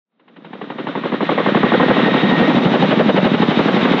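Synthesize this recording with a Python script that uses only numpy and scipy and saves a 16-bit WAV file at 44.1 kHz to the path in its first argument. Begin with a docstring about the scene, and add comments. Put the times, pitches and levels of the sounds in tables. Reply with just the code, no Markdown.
"""Open air, a tandem-rotor helicopter coming past a nearly mono microphone.
The sound fades in from silence: rotor wash, turbine hiss and a gearbox whine. Over them each blade pass
gives low thumps and two ragged slaps where blades cut the vortices of the other rotor; their spacing
drifts as the aircraft moves. By about two seconds the fade is fully up and the hard slaps have gone soft;
near the end they harden a little again. A limiter holds the peaks."""
import sys
import numpy as np
from scipy import signal
from scipy.fft import rfft, irfft, next_fast_len
from scipy.io import wavfile
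from scipy.ndimage import uniform_filter1d, minimum_filter1d, map_coordinates

SR = 44100
rng = np.random.default_rng(int(sys.argv[2]) if len(sys.argv) > 2 else 0)


def bounce(signal):
    """Save signal as a 16-bit WAV file at the path given by the first command-line argument."""
    frames = np.transpose(np.atleast_2d(signal))
    limited = np.clip(frames, -1, 1)
    pcm = np.round(limited * 32767).astype(np.int16)
    wavfile.write(sys.argv[1], SR, pcm)


N = 176400

# Steady noise before the fader (time [s], rotor wash [dB], turbine hiss [dB], flutter depth [dB])
AIR_LEVELS = [(.2, -18, -27.5, 0), (.8, -25, -30, -1), (1.3, -25, -27.5, -1.6), (1.75, -24.5, -26.5, 0.5),
              (2.3, -18, -24.5, 1.1), (2.6, -18, -26, 2), (3.05, -19.5, -28.5, 1), (3.5, -19, -24.5, 2),
              (4, -13.5, -21.5, 2.5)]
# How hard the blades slap (time [s], hardness [0-1])
HARDNESS = [(0.199, 0.94), (1.8, 0.51), (2.149, 0), (3.3, 0.01), (4, 0.55)]


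def amp(db):
    """Decibels to gain."""
    return 10 ** (np.asarray(db) / 20)


def unit(x):
    """Scale to rms 1."""
    return x / np.sqrt(np.mean(x ** 2) + 1e-20)


def curves(rows, at=None):
    """Each column after the time, at the given times or at every sample."""
    times, *columns = np.transpose(rows)
    return [np.interp(np.arange(N) / SR if at is None else at, times, c) for c in columns]


def wobble(rate):
    """A smooth random curve, rate knots a second."""
    knots = rng.standard_normal(int(N * rate / SR) + 4)
    return map_coordinates(knots, [np.arange(N) * rate / SR])


def gain_at(hz, colour):
    """Gain of a (frequency [Hz], level [dB]) shape at the given frequencies."""
    f, db = np.transpose(colour)
    return amp(np.interp(np.log(hz + 1), np.log(f), db))


def coloured(x, colour, size=4096):
    """x through a minimum-phase filter of energy 1 with the given shape."""
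    cepstrum = irfft(np.log(gain_at(np.fft.rfftfreq(size, 1 / SR), colour)))
    cepstrum[1:size // 2] *= 2
    cepstrum[size // 2 + 1:] = 0
    impulse = irfft(np.exp(rfft(cepstrum)))
    return signal.fftconvolve(x, impulse / np.linalg.norm(impulse))[:N]


def add(track, s, sound):
    """Mix a sound into a track, centred on time s."""
    i = round(s * SR) - len(sound) // 2
    track[i:i + len(sound)] += sound


def alike(draw, count, likeness=0.76):
    """Random patterns, each partly kept from the blade pass before."""
    rows = [draw()]
    for _ in range(count - 1):
        rows.append(likeness * rows[-1] + np.sqrt(1 - likeness ** 2) * draw())
    return rows


def rotor_wash():
    """Air driven by the rotors: a low, unsteady rush."""
    colour = [(30, -39), (70, -50.5), (110, -20), (165, -1), (230, 2), (300, -5.5), (480, -7.5),
              (750, -11.5), (1300, -16.5), (2200, -33.5), (4000, -53.5), (7500, -80)]  # wash spectrum (frequency [Hz], level [dB])
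    level_db = curves(AIR_LEVELS)[0] + 0.96 * wobble(40)
    return amp(level_db) * unit(coloured(rng.standard_normal(N), colour))


def flutter(pass_s=0.0849, peak_s=0.18):
    """The engines' treble rises and falls once per blade pass, in dB."""
    return curves(AIR_LEVELS)[2] * np.cos(2 * np.pi * (np.arange(N) / SR - peak_s) / pass_s)


def turbines():
    """Engine hiss and its thin top, both fluttering at the blade rate."""
    hiss_colour = [(300, -12), (900, 2.5), (1500, 2.5), (1780, 2.5), (2030, 3), (2450, -0.5), (2750, -1),
                   (3300, -1), (3750, -2), (4150, -10), (4700, -24), (6000, -33), (7500, -43.5)]  # hiss spectrum (frequency [Hz], level [dB])
    top_colour = [(3000, -29), (4200, 7), (4800, 2.5), (5800, -3), (7000, -14.5), (7400, -9.5), (7700, -37)]  # spectrum of the thin top (frequency [Hz], level [dB])
    top_level = [(.2, -52), (1, -58), (2, -55.5), (2.6, -49), (3.3, -50.5), (3.6, -45), (4, -46)]  # the top before the fader (time [s], level [dB])
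    hiss_db = curves(AIR_LEVELS)[1] + flutter() + 1.46 * wobble(24.915)
    top_db = curves(top_level)[0] + flutter()
    hiss = unit(coloured(rng.standard_normal(N), hiss_colour))
    top = unit(coloured(rng.standard_normal(N), top_colour))
    return amp(hiss_db) * hiss + amp(top_db) * top


def gearbox(whine_hz=1868, waver_hz=6, sideband_hz=136, blur_hz=30):
    """A rough gear tone, a sideband and the blurred octave, flickering in the moving air."""
    levels = [(.2, -48.5, -41.5), (1.3, -38.5, -55), (1.6, -37.5, -48.5), (1.67, -29, -46),
              (1.9, -32, -41.5), (2.15, -30, -37.5), (2.44, -29.5, -38.5), (2.55, -39, -44),
              (2.8, -40, -39), (3.1, -48, -41.5), (4, -44, -40.5)]  # whine before the fader (time [s], fundamental [dB], octave [dB])

    def tone(hz, db):
        flicker_db = 1.5 * wobble(25) + 2.8 * wobble(160)
        return np.sqrt(2) * amp(db + flicker_db) * np.sin(2 * np.pi * np.cumsum(hz) / SR)

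    gear_db, octave_db = curves(levels)
    gear_hz = whine_hz + waver_hz * wobble(30)
    fundamental = tone(gear_hz, gear_db)
    sideband = tone(gear_hz + sideband_hz + blur_hz * wobble(160), gear_db - 10)
    octave = tone(2 * gear_hz + blur_hz * wobble(200), octave_db + 3 * flutter())
    return fundamental + sideband + octave


def thumps(times, levels):
    """The pressure pulse of each blade: a dry, low knock."""
    colour = [(50, -19.5), (120, -5.5), (200, 4.5), (290, 1), (450, -10), (700, -18.5), (1200, -36.5),
              (4000, -68.5)]  # thump spectrum (frequency [Hz], level [dB])
    pulses = np.bincount(np.round(times * SR).astype(int), -amp(levels) * np.sqrt(0.0074 * SR), N)
    return coloured(pulses[:N], colour)


def slaps(times, levels, hard, soft, rise_s, hold_s, decay_s, soft_stretch, crack, pops_per_s):
    """A blade cuts a vortex: three quick clicks within a burst of pops; soft slaps click less."""
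    track, t = np.zeros(N + SR), np.arange(-SR // 20, SR // 20) / SR
    clicks, click_gap_s = np.arange(3), 0.001968

    def crackle():
        return rng.choice([-1, 1], len(t)) * (0.022 + (rng.random(len(t)) < pops_per_s / SR))

    patterns = alike(crackle, len(times))
    for s, db, hardness, pops in zip(times, levels, curves(HARDNESS, times)[0], patterns):
        age = t / (1 + soft_stretch * (1 - hardness))
        envelope = np.exp(-np.where(age < 0, (age / rise_s) ** 2, np.maximum(age - hold_s, 0) / decay_s))
        slap = pops * envelope
        slap /= np.linalg.norm(slap)
        click_s = click_gap_s * (clicks - 1 + 0.26 * rng.standard_normal(3))
        click_at = len(t) // 2 + np.round(click_s * SR).astype(int)
        slap[click_at] -= crack * (.5 + .5 * hardness) * 0.82 ** clicks
        gain = amp(db) * np.sqrt(0.0092 * SR) / np.linalg.norm(slap)
        add(track, s + .0002 * rng.standard_normal(), gain * slap)
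    hard_share = curves(HARDNESS)[0]
    return coloured(track[:N] * hard_share, hard) + coloured(track[:N] * (1 - hard_share), soft)


def air_bursts(times, level, colour, width_s):
    """Noise that swells around each given time, more abruptly when the slaps are hard."""
    track, t = np.zeros(N + SR), np.arange(-SR // 20, SR // 20) / SR
    for s, noise in zip(times, alike(lambda: rng.standard_normal(len(t)), len(times))):
        rise_s = width_s * (1 - 0.7 * curves(HARDNESS, s)[0])
        gate = np.exp(-(t / np.where(t < 0, rise_s, width_s)) ** 2)
        burst = unit(gate * coloured(noise, colour)[:len(t)])
        add(track, s, burst * np.sqrt(np.mean(gate ** 2)))
    return track[:N] * amp(curves(level)[0])


def swish(first_s, second_s):
    """A rasp of air at each blade pass, moving from the first slap to midway between the two."""
    colour = [(700, -11.5), (1500, 3), (2100, 6), (2400, -2), (2800, 5), (3300, -2.5), (3900, -4.5),
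              (4600, -25.5), (7500, -62.5)]  # rasp spectrum (frequency [Hz], level [dB])
    level = [(.2, -13.5), (1, -27.5), (1.799, -27), (2.399, -32), (2.9, -22.5), (3.25, -21.5), (3.399, -24),
             (4, -24.5)]  # rasp before the fader (time [s], level [dB])
    place = [(.8, .05), (1.2, .5)]  # where it falls (time [s], way from first slap to second [0-1])
    times = first_s + curves(place, first_s)[0] * (second_s - first_s)
    return air_bursts(times, level, colour, width_s=0.014)


def whomp(first_s, second_s):
    """A low push of air just after the midpoint of each pair of slaps."""
    colour = [(60, -38), (120, -14.5), (190, 6.5), (270, 2), (350, -1), (470, -3), (650, -19.5),
              (1200, -32), (4000, -67)]  # whomp spectrum (frequency [Hz], level [dB])
    level = [(.2, -15), (1, -19.5), (1.7, -19), (2.3, -16), (2.9, -12.5), (3.402, -18.5), (4, -15)]  # whomp before the fader (time [s], level [dB])
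    return air_bursts((first_s + second_s) / 2 + 0.00353, level, colour, width_s=0.02)


def rotors():
    """Each blade pass: a thump from each rotor, and two slaps within a swish and a whomp."""
    # Blade passes before the fader (time [s], thump [dB], other rotor's thump delay [ms], level [dB],
    # first slap delay [ms], level [dB], second slap delay [ms], level [dB])
    passes = [(0.1718, -13.4, 34, -10.3, 27.6, -6.3, 43, -9), (0.2568, -14.2, 33, -14.1, 26, -8, 42, -14),
              (0.3395, -14.8, 34, -16, 26.5, -7.5, 42, -11.8),
              (0.4219, -14.6, 37, -18, 27.7, -8.5, 44, -12),
              (0.5066, -13, 28, -10.8, 27, -7.5, 48.0, -13.5), (0.5906, -14.5, 34, -8.5, 25, -7, 50, -12.5),
              (0.6731, -15.5, 32, -16.8, 30.3, -9, 48, -12), (0.7574, -16, 30, -21, 29.2, -12.5, 43.7, -11),
              (0.843, -15.5, 29, -15, 28.5, -11.5, 44.5, -8.5),
              (0.9283, -32.7, 30, -13.5, 27.8, -8.5, 48.4, -10),
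              (1.013, -17, 29, -13, 24.7, -12.5, 44.4, -6.5),
              (1.0982, -18.3, 29, -11.5, 24, -10, 43.5, -8.5),
              (1.1806, -21.2, 34, -13.4, 28.2, -9.5, 47, -9.5), (1.266, -20, 36, -11.5, 27.4, -7.6, 53, -9),
              (1.3515, -17, 32, -23, 28.4, -7, 49.7, -9), (1.4326, -22, 39, -13, 30.4, -11, 56.4, -9.5),
              (1.5208, -11.5, 34, -7, 29, -9.3, 52, -10.5), (1.6051, -12.9, 33, -3, 28.3, 1, 58, -13.5),
              (1.6903, -20, 34, -17, 30.5, -9, 51, -6), (1.776, -13, 38, -19, 26.3, -0.5, 54, -9.5),
              (1.8612, -13, 32, -17, 24.2, -9, 44, -7), (1.9453, -15.4, 31, -28.6, 24.3, -12, 46, -13.4),
              (2.0318, -12, 30, -12, 32.7, -14, 49.3, -14), (2.1177, -13.5, 30, -8, 24.4, -11.5, 46, -17.5),
              (2.2024, -16.5, 31, -6.5, 21.2, -20, 56, -25), (2.2899, -13.5, 32, -12.5, 24, -12.3, 41, -17),
              (2.3751, -12.5, 28, -10.5, 25.2, -14, 42.3, -10),
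              (2.4588, -15, 32, -13, 20.4, -12.5, 47.3, -13), (2.5469, -7, 26, -31, 20.7, -14, 39, -17),
              (2.6307, -17, 27, -6, 20.3, -21, 39, -16.5), (2.717, -11.5, 25, -12, 23.4, -12, 39.3, -13),
              (2.8036, -10, 29, -13, 23.1, -6, 35, -16), (2.888, -12.5, 24, -17.5, 24.7, -13.3, 37, -9.5),
              (2.9726, -8.5, 28, -7, 22.3, -16, 31, -9), (3.0602, -9, 24, -10.5, 29, -11.5, 33, -9),
              (3.1443, -8.5, 26, -13, 20.4, -11, 35.6, -8), (3.2289, -8, 26, -9, 19.3, -12.5, 35.2, -10.5),
              (3.3159, -7, 24, -7.5, 23.5, -13, 32.5, -15), (3.4012, -7, 29, -24, 20.5, -8.5, 30.3, -8),
              (3.4852, -4, 26, -17, 26, -15, 30.5, -19), (3.572, -6, 24, -8, 27.3, -6, 22.4, -8.5),
              (3.658, -7, 29, -15, 22.7, -16, 29.4, -9), (3.7412, -8, 27, -11, 24.4, -12, 32.3, -16),
              (3.8272, -7.9, 31, -14, 26.6, -6, 29, -20), (3.912, -3.5, 30, -10.5, 25.4, -10.5, 29.7, -21)]
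    # Spectra of the two slaps, hard and soft (frequency [Hz], level [dB])
    first_hard = [(60, -34.5), (120, -34), (230, -7.5), (340, -3), (460, 4), (630, -8.5), (850, -2),
                  (1080, 1.5), (1400, -14.5), (2100, -10.5), (2600, -25.5), (3700, -24.5), (4600, -46.5),
                  (7500, -86)]
    first_soft = [(60, -28), (120, -16.5), (200, 6), (280, 3), (400, -4), (800, 0), (1200, -14),
                  (2200, -23.5), (3600, -24.5), (4600, -36.5), (7500, -63.5)]
    second_hard = [(60, -51), (130, -20), (290, 11), (420, 5), (550, 5), (800, -11), (1400, -3),
                   (2500, -32.5), (3700, -16), (4600, -44), (7500, -74)]
    second_soft = [(60, -51), (120, -1), (210, -6), (340, -6), (490, 5), (700, -2), (1100, -6.5),
                   (2200, -18.5), (3600, -30), (4600, -44.5), (7500, -65)]
    times, thump_db, other_ms, other_db, first_ms, first_db, second_ms, second_db = np.transpose(passes)
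    other_s, first_s, second_s = times + np.array([other_ms, first_ms, second_ms]) / 1000
    knocks = thumps(times, thump_db) + thumps(other_s, other_db)
    first = slaps(first_s, first_db, first_hard, first_soft,
                  rise_s=.002, hold_s=.002, decay_s=.0045, soft_stretch=.9, crack=.7, pops_per_s=900)
    second = slaps(second_s, second_db, second_hard, second_soft,
                   rise_s=.006, hold_s=.004, decay_s=.009, soft_stretch=0, crack=.35, pops_per_s=700)
    return knocks + first + second + swish(first_s, second_s) + whomp(first_s, second_s)


def scene(side_delay_s=0.0037):
    """The whole sound fades in from silence; almost mono, a little wider in the treble."""
    fader = [(0, -102), (.12, -56), (.2, -47), (.3, -35), (.45, -24), (.62, -16.5), (.85, -8), (1.1, -6),
             (1.45, 0.5), (2, 2), (4, -2)]  # gain on the whole sound (time [s], level [dB])
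    width = [(60, -64), (150, -66), (300, -65), (500, -64.5), (1000, -59.5), (2000, -36), (3600, -24),
             (5000, -20), (7500, -12)]  # stereo width (frequency [Hz], side relative to mid [dB])
    mid = amp(curves(fader)[0]) * (rotors() + rotor_wash() + turbines() + gearbox())
    size = next_fast_len(N + SR // 2)
    hz = np.fft.rfftfreq(size, 1 / SR)
    delay = np.exp(-2j * np.pi * hz * side_delay_s)
    side = irfft(rfft(mid, size) * gain_at(hz, width) * delay, size)[:N]
    return np.array([mid + side, mid - side])


def record(dry, low_cut_hz=134.3, ceiling=0.69, limiter_samples=130, top_hz=7750):
    """The microphone's low cut, a fast limiter, then a steep band limit."""
    thin = signal.sosfilt(signal.butter(5, low_cut_hz, "highpass", fs=SR, output="sos"), dry)
    needed_gain = np.minimum(1, ceiling / (np.abs(thin).max(0) + 1e-9))
    held = thin * uniform_filter1d(minimum_filter1d(needed_gain, limiter_samples), limiter_samples)
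    size = next_fast_len(N + SR // 2)
    hz = np.fft.rfftfreq(size, 1 / SR)
    return irfft(rfft(held, size) / np.sqrt(1 + (hz / top_hz) ** 90), size)[:, :N]


dry = scene()
out = record(dry)
bounce(out)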